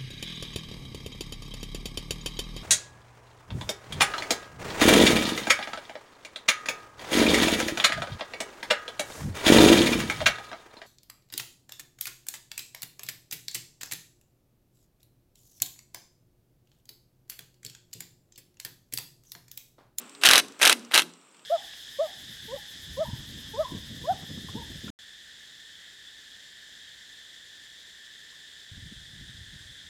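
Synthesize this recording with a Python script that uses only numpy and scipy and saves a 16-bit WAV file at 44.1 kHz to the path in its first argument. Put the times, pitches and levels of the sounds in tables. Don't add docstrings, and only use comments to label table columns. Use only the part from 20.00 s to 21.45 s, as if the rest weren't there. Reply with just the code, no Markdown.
import sys
import numpy as np
from scipy import signal
from scipy.fft import rfft, irfft, next_fast_len
from scipy.io import wavfile

SR = 44100
rng = np.random.default_rng(int(sys.argv[2]) if len(sys.argv) > 2 else 0)


def unload_wav(signal):
    wavfile.write(
        sys.argv[1],
        SR,
        np.round(np.clip(np.atleast_2d(signal).T, -1, 1) * 32767).astype(np.int16),
    )


N = 63945
T = np.arange(N) / SR


def from_db(db):
    return 10 ** (np.asarray(db) / 20)


def rms_one(x):
    return x / np.sqrt(np.mean(x ** 2) + 1e-20)


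def curve(rows):
    s, db = np.transpose(rows)
    return from_db(np.interp(T, s, db))


def drift(rate_hz):
    hz = np.arange(N + 1) * SR / (2 * N)
    spectrum = rfft(rng.standard_normal(2 * N)) / (1 + (hz / rate_hz) ** 2)
    return rms_one(irfft(spectrum)[:N])


def butter(x, order, hz, kind):
    return signal.sosfilt(signal.butter(order, hz, kind, fs=SR, output="sos"), x)


def colour(x, points):
    size = 2 * next_fast_len(len(x))
    hz, db = np.transpose(points)
    bin_hz = np.arange(size // 2 + 1) * SR / size
    gain = rms_one(from_db(np.interp(np.log(bin_hz + 1), np.log(hz), db)))
    cepstrum = irfft(np.log(gain))
    cepstrum[1:size // 2] *= 2
    cepstrum[size // 2 + 1:] = 0
    return irfft(rfft(x, size) * np.exp(rfft(cepstrum)))[:len(x)]


def dying_noise(t60, size=N):
    return rng.standard_normal(size) * np.exp(-np.log(1000) * T[:size] / t60)


# frequency in Hz, relative level in dB.
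AIR_COLOUR = [(30, -24), (70, -43), (140, -4), (230, 2.5), (450, 0), (750, -4.5), (1200, 0.5), (1800, -8),
              (2700, -4), (4200, -11.5), (6500, -16.5), (10000, -24), (15000, -28.5)]
# time in seconds, level in dB.
AIR_LEVEL = [(0, -49), (.1, -54), (.2, -55), (.55, -54.5), (.85, -54.5), (1.15, -60.5), (1.3, -61.5),
             (1.45, -59.5)]
# pitch in Hz, peak time in seconds, level in dB,
# seconds to fall by 9 dB (sign ignored).
DRONES = [(237, .78, -44, .11), (281, 0.31, -57, .3), (243, 0.042, -51, .04), (410, 0.32, -48, 0.15),
          (172, 1.04, -55, .12), (240.7, 1.08, -52, 0.05), (356, 1.05, -54, -0.05)]


def air_and_drones():
    out = curve(AIR_LEVEL) * colour(rng.standard_normal(N), AIR_COLOUR)
    for hz, peak_s, db, width_s in DRONES:
        swell = from_db(db + 2 * drift(20)) * np.exp(-((T - peak_s) / width_s) ** 2)
        out += swell * np.sin(2 * np.pi * hz * T + .6 * drift(11))
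    return out


# frequency in Hz, relative level in dB.
INSECT_COLOUR = [(5000, -52.5), (6600, -18.5), (7200, 2), (8050, 2), (8450, 4), (8900, -17.5), (11000, -45)]
# time in seconds, level in dB.
INSECT_LEVEL = [(0, -61), (.22, -57), (.4, -64), (.9, -66), (1.2, -65), (1.45, -64.5)]


def insects(throb_hz=53, cricket_hz=5600, chirps_per_s=13.5):
    throb = 1 + .2 * np.sin(2 * np.pi * throb_hz * T + drift(5))
    chorus = curve(INSECT_LEVEL) * throb * colour(rng.standard_normal(N), INSECT_COLOUR)
    chirps = np.sin(np.pi * chirps_per_s * T + drift(3)) ** 2
    cricket = from_db(-70) * chirps * np.sin(2 * np.pi * cricket_hz * T + drift(30))
    return chorus + cricket


def contacts(rows, chatter_s, points, shell_db=-4, shell_t60=.037, shell_top_hz=5040):
    size = 4096
    chatter = np.exp(-T[:size] / chatter_s) * (T[:size] < 2 * chatter_s)
    out = np.zeros(2 * N)
    for s, db in rows:
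        flurry = colour(rng.choice([-1, 1], size) * chatter, points)
        ring = colour(butter(dying_noise(shell_t60, size), 1, shell_top_hz, "low"), points)
        hit = flurry / np.linalg.norm(flurry) + from_db(shell_db) * ring / np.linalg.norm(ring)
        start = int(s * SR)
        out[start:start + size] += from_db(db) * hit
    return out[:N]


# start in seconds, relative level in dB, brightest frequency in Hz.
TICKS = [(.016, -35.5, 7000), (0.0951, -33, 6960), (0.1498, -29, 4460), (0.169, -48, 4000),
         (.2143, -26.5, 7000), (.483, -30.5, 7000), (.522, -35.5, 6000), (.5925, -29, 7000),
         (.794, -33.5, 5900), (.827, -41, 7000), (.849, -31.5, 6000), (1.093, -41, 6840),
         (1.1368, -36, 5500), (1.214, -46.5, 5000), (1.313, -48, 5990), (1.346, -40, 3040),
         (1.368, -45.5, 5050), (1.394, -38, 2720)]


def ticks():
    out = 0
    for s, db, hz in TICKS:
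        hump = [(hz / 10, -20), (hz / 3, -10), (hz, 0), (3 * hz, -20)]
        out += contacts([(s, db)], chatter_s=.0018, points=hump)
    return from_db(6.5) * butter(out, 3, 11000, "low")


# time in seconds, relative level in dB.
PULLS = [
    [(.209, -60), (.214, -16.5), (.234, -17.5), (.241, -3), (.27, 3), (.389, -0.5), (.402, -7.5),
     (.409, -30), (.45, -27)],
    [(.589, -51.5), (.596, -25), (.611, -16), (.621, 0), (.68, 0.5), (.727, -2), (.737, -13.5),
     (.748, -34.5), (.78, -33)],
    [(.909, -31.5), (.914, -17), (.933, -19.5), (.944, 0.5), (.984, 0), (1.003, -7), (1.023, -13.5),
     (1.034, -37.5), (1.07, -34)],
]
# frequency in Hz, relative level in dB.
GEAR_COLOUR = [(40, -40), (150, -22), (280, -4.5), (550, -4), (800, -0.5), (1000, -1.5), (1500, 2),
               (2100, -2), (2800, 3.5), (3900, -2), (4700, -6.5), (7300, -9.5), (9800, -8.5), (13000, -18),
               (14200, -20.5), (16000, -37.5)]


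def gears(teeth_per_s=6000, spread_db=1.5, flutter_db=2):
    effort = sum(curve(pull) * (T > pull[0][0]) * (T < pull[-1][0]) for pull in PULLS)
    teeth = (rng.random(N) < teeth_per_s / SR) * rng.choice([-1, 1], N)
    force = from_db(spread_db * np.minimum(rng.exponential(1, N), 4))
    rattle = colour(teeth * force, GEAR_COLOUR) * from_db(flutter_db * drift(200))
    return from_db(-22) * effort * rms_one(rattle)


# start in seconds, length in seconds, pitch in Hz, level in dB.
WHINES = [(.212, .026, 7900, -50), (.212, .026, 13000, -55), (.59, .026, 13050, -54),
          (.725, 0.04, 12940, -55), (.912, .026, 12900, -52), (1.0, 0.053, 13000, -49)]


def whine(wobble_rad=.8):
    out = 0
    for s, length, hz, db in WHINES:
        swell = from_db(db) * np.sin(np.pi * np.clip((T - s) / length, 0, 1))
        out += swell * np.sin(2 * np.pi * hz * T + wobble_rad * drift(150))
    return out


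# frequency in Hz, relative level in dB, t60 in seconds.
HOUSING_MODES = [(1605, -40, .05), (2010, -44, .06), (2163, -46, .09), (2600, -39, .04), (2740, -41, .055),
                 (2965, -47, .06), (3210, -47, .07), (3870, -44, .05), (4000, -41, .045), (5510, -47, .06),
                 (6540, -49, .11), (9385, -47, .13), (13000, -46, .14)]


def housing(x, bass_cut_hz=150):
    response = 0
    for hz, db, t60 in HOUSING_MODES:
        decay = np.exp(-np.log(1000) * T / t60)
        response += from_db(db - .5) * decay * np.cos(2 * np.pi * hz * T) / 2
    ring = signal.fftconvolve(x, response)[:N]
    return butter(x + ring, 2, bass_cut_hz, "high")


# start in seconds, relative level in dB,
# rebound delay in seconds, rebound level in dB against the snap.
SNAPS = [(0.2362, -1.5, 0.0023, -10), (0.2537, -2.5, 0.0034, 4.5), (0.2641, 1.5, 0.0078, -1.5),
         (0.2882, 2.5, 0.0072, -7), (.3116, 2.5, 0.008, -9), (.3340, 3, 0.0061, -10),
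         (0.3565, -0.5, .0075, -4), (0.3795, 1.5, .0085, -9), (0.3914, -10, .006, 2.5),
         (0.618, -8.5, 0.0032, 2.5), (0.6291, -0.5, 0.0058, -6), (.6522, 1, 0.0064, -1.5),
         (0.6752, 1, 0.0064, -9.5), (0.6959, 1.5, 0.0099, -10.5), (.7270, -3, 0.0014, -16.5),
         (0.9406, -4, 0.004, 1.5), (0.9518, -2.5, 0.0075, -2.5), (0.9772, 1.5, 0.0097, -8),
         (0.9936, -5, 0.0058, -5), (1.0201, -14, 0.0095, -12.5)]
# start in seconds, relative level in dB.
KNOCKS = [(.2510, -1), (.3055, -0.5), (.3288, -2.5), (.3508, 1), (.3722, -1), (.5988, -18.5), (.6152, -3),
          (.6455, -5.5), (.6686, 1), (.7225, -6.5), (.9132, -16.5), (.9205, -16), (.9367, -7),
          (.9688, -12.5), (1.0085, -29.5)]
# frequency in Hz, relative level in dB.
SNAP_COLOUR = [(40, -44.5), (150, -30), (300, -14.5), (650, -9.5), (1000, -8), (1500, -3), (2200, -3),
               (3000, 0.5), (4000, 1.5), (4700, -4.5), (5700, -3), (7300, -9), (9500, -6.5), (11300, -12.5),
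               (13000, -11.5), (14200, -23), (16000, -29.5)]
KNOCK_COLOUR = [(60, -34), (300, -10), (650, 2.5), (1000, -2), (1600, 4.5), (2700, -1), (4500, -8.5),
                (7000, -16), (10000, -16.5), (13000, -19.5), (16000, -34.5)]


def clutch():
    jumps = [row[:2] for row in SNAPS]
    rebounds = [(s + delay, db + rebound_db) for s, db, delay, rebound_db in SNAPS]
    snaps = contacts(jumps + rebounds, chatter_s=.0016, points=SNAP_COLOUR)
    knocks = contacts(KNOCKS, chatter_s=.00088, points=KNOCK_COLOUR)
    return from_db(8.5) * snaps + from_db(4.5) * knocks


# start in seconds, relative level in dB.
THUMPS = [(.255, -6.5), (.312, 2), (.334, -0.5), (.356, -1), (0.619, -13.5), (.653, -9.5), (0.694, -17),
          (.978, -20)]


def overload_thumps(decay_s=.0011, band_hz=(25, 220)):
    pulses = sum(from_db(db) * (T >= s) * np.exp(-np.abs(T - s) / decay_s) for s, db in THUMPS)
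    return 2 * from_db(-36.5) * butter(pulses, 2, band_hz, "band")


# frequency in Hz, level in dB, t60 in seconds.
YARD_REVERB = [(100, -16, .5), (170, -4, 0.71), (260, 0, 0.71), (400, -14, 0.5), (800, -18.5, 0.35),
               (2500, -33.5, 0.51), (6000, -20.5, .32), (12000, -24.5, .25)]


def yard(x, build_s=.008):
    hz, db, t60 = np.transpose(YARD_REVERB)
    edges = np.geomspace(70, 16000, 13)
    response = 0
    for low, high in zip(edges, edges[1:]):
        log_centre = np.log(low * high) / 2
        tail = dying_noise(np.interp(log_centre, np.log(hz), t60)) * (1 - np.exp(-T / build_s))
        band = butter(tail, 3, [low, high], "band")
        gain = from_db(np.interp(log_centre, np.log(hz), db)) * np.sqrt(2 * (high - low) / SR)
        response += gain * band / np.linalg.norm(band)
    return signal.fftconvolve(x, response)[:N]


def scene():
    near = housing(clutch() + gears()) + whine() + overload_thumps() + ticks()
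    return (near + yard(near) + insects() + air_and_drones())[None]


def record(dry, ceiling=.84, cutoff_hz=15900):
    held = dry / (1 + (dry / ceiling) ** 12) ** (1 / 12)
    return signal.sosfilt(signal.ellip(12, .1, 100, cutoff_hz, fs=SR, output="sos"), held)


dry = scene()
out = record(dry)
unload_wav(out)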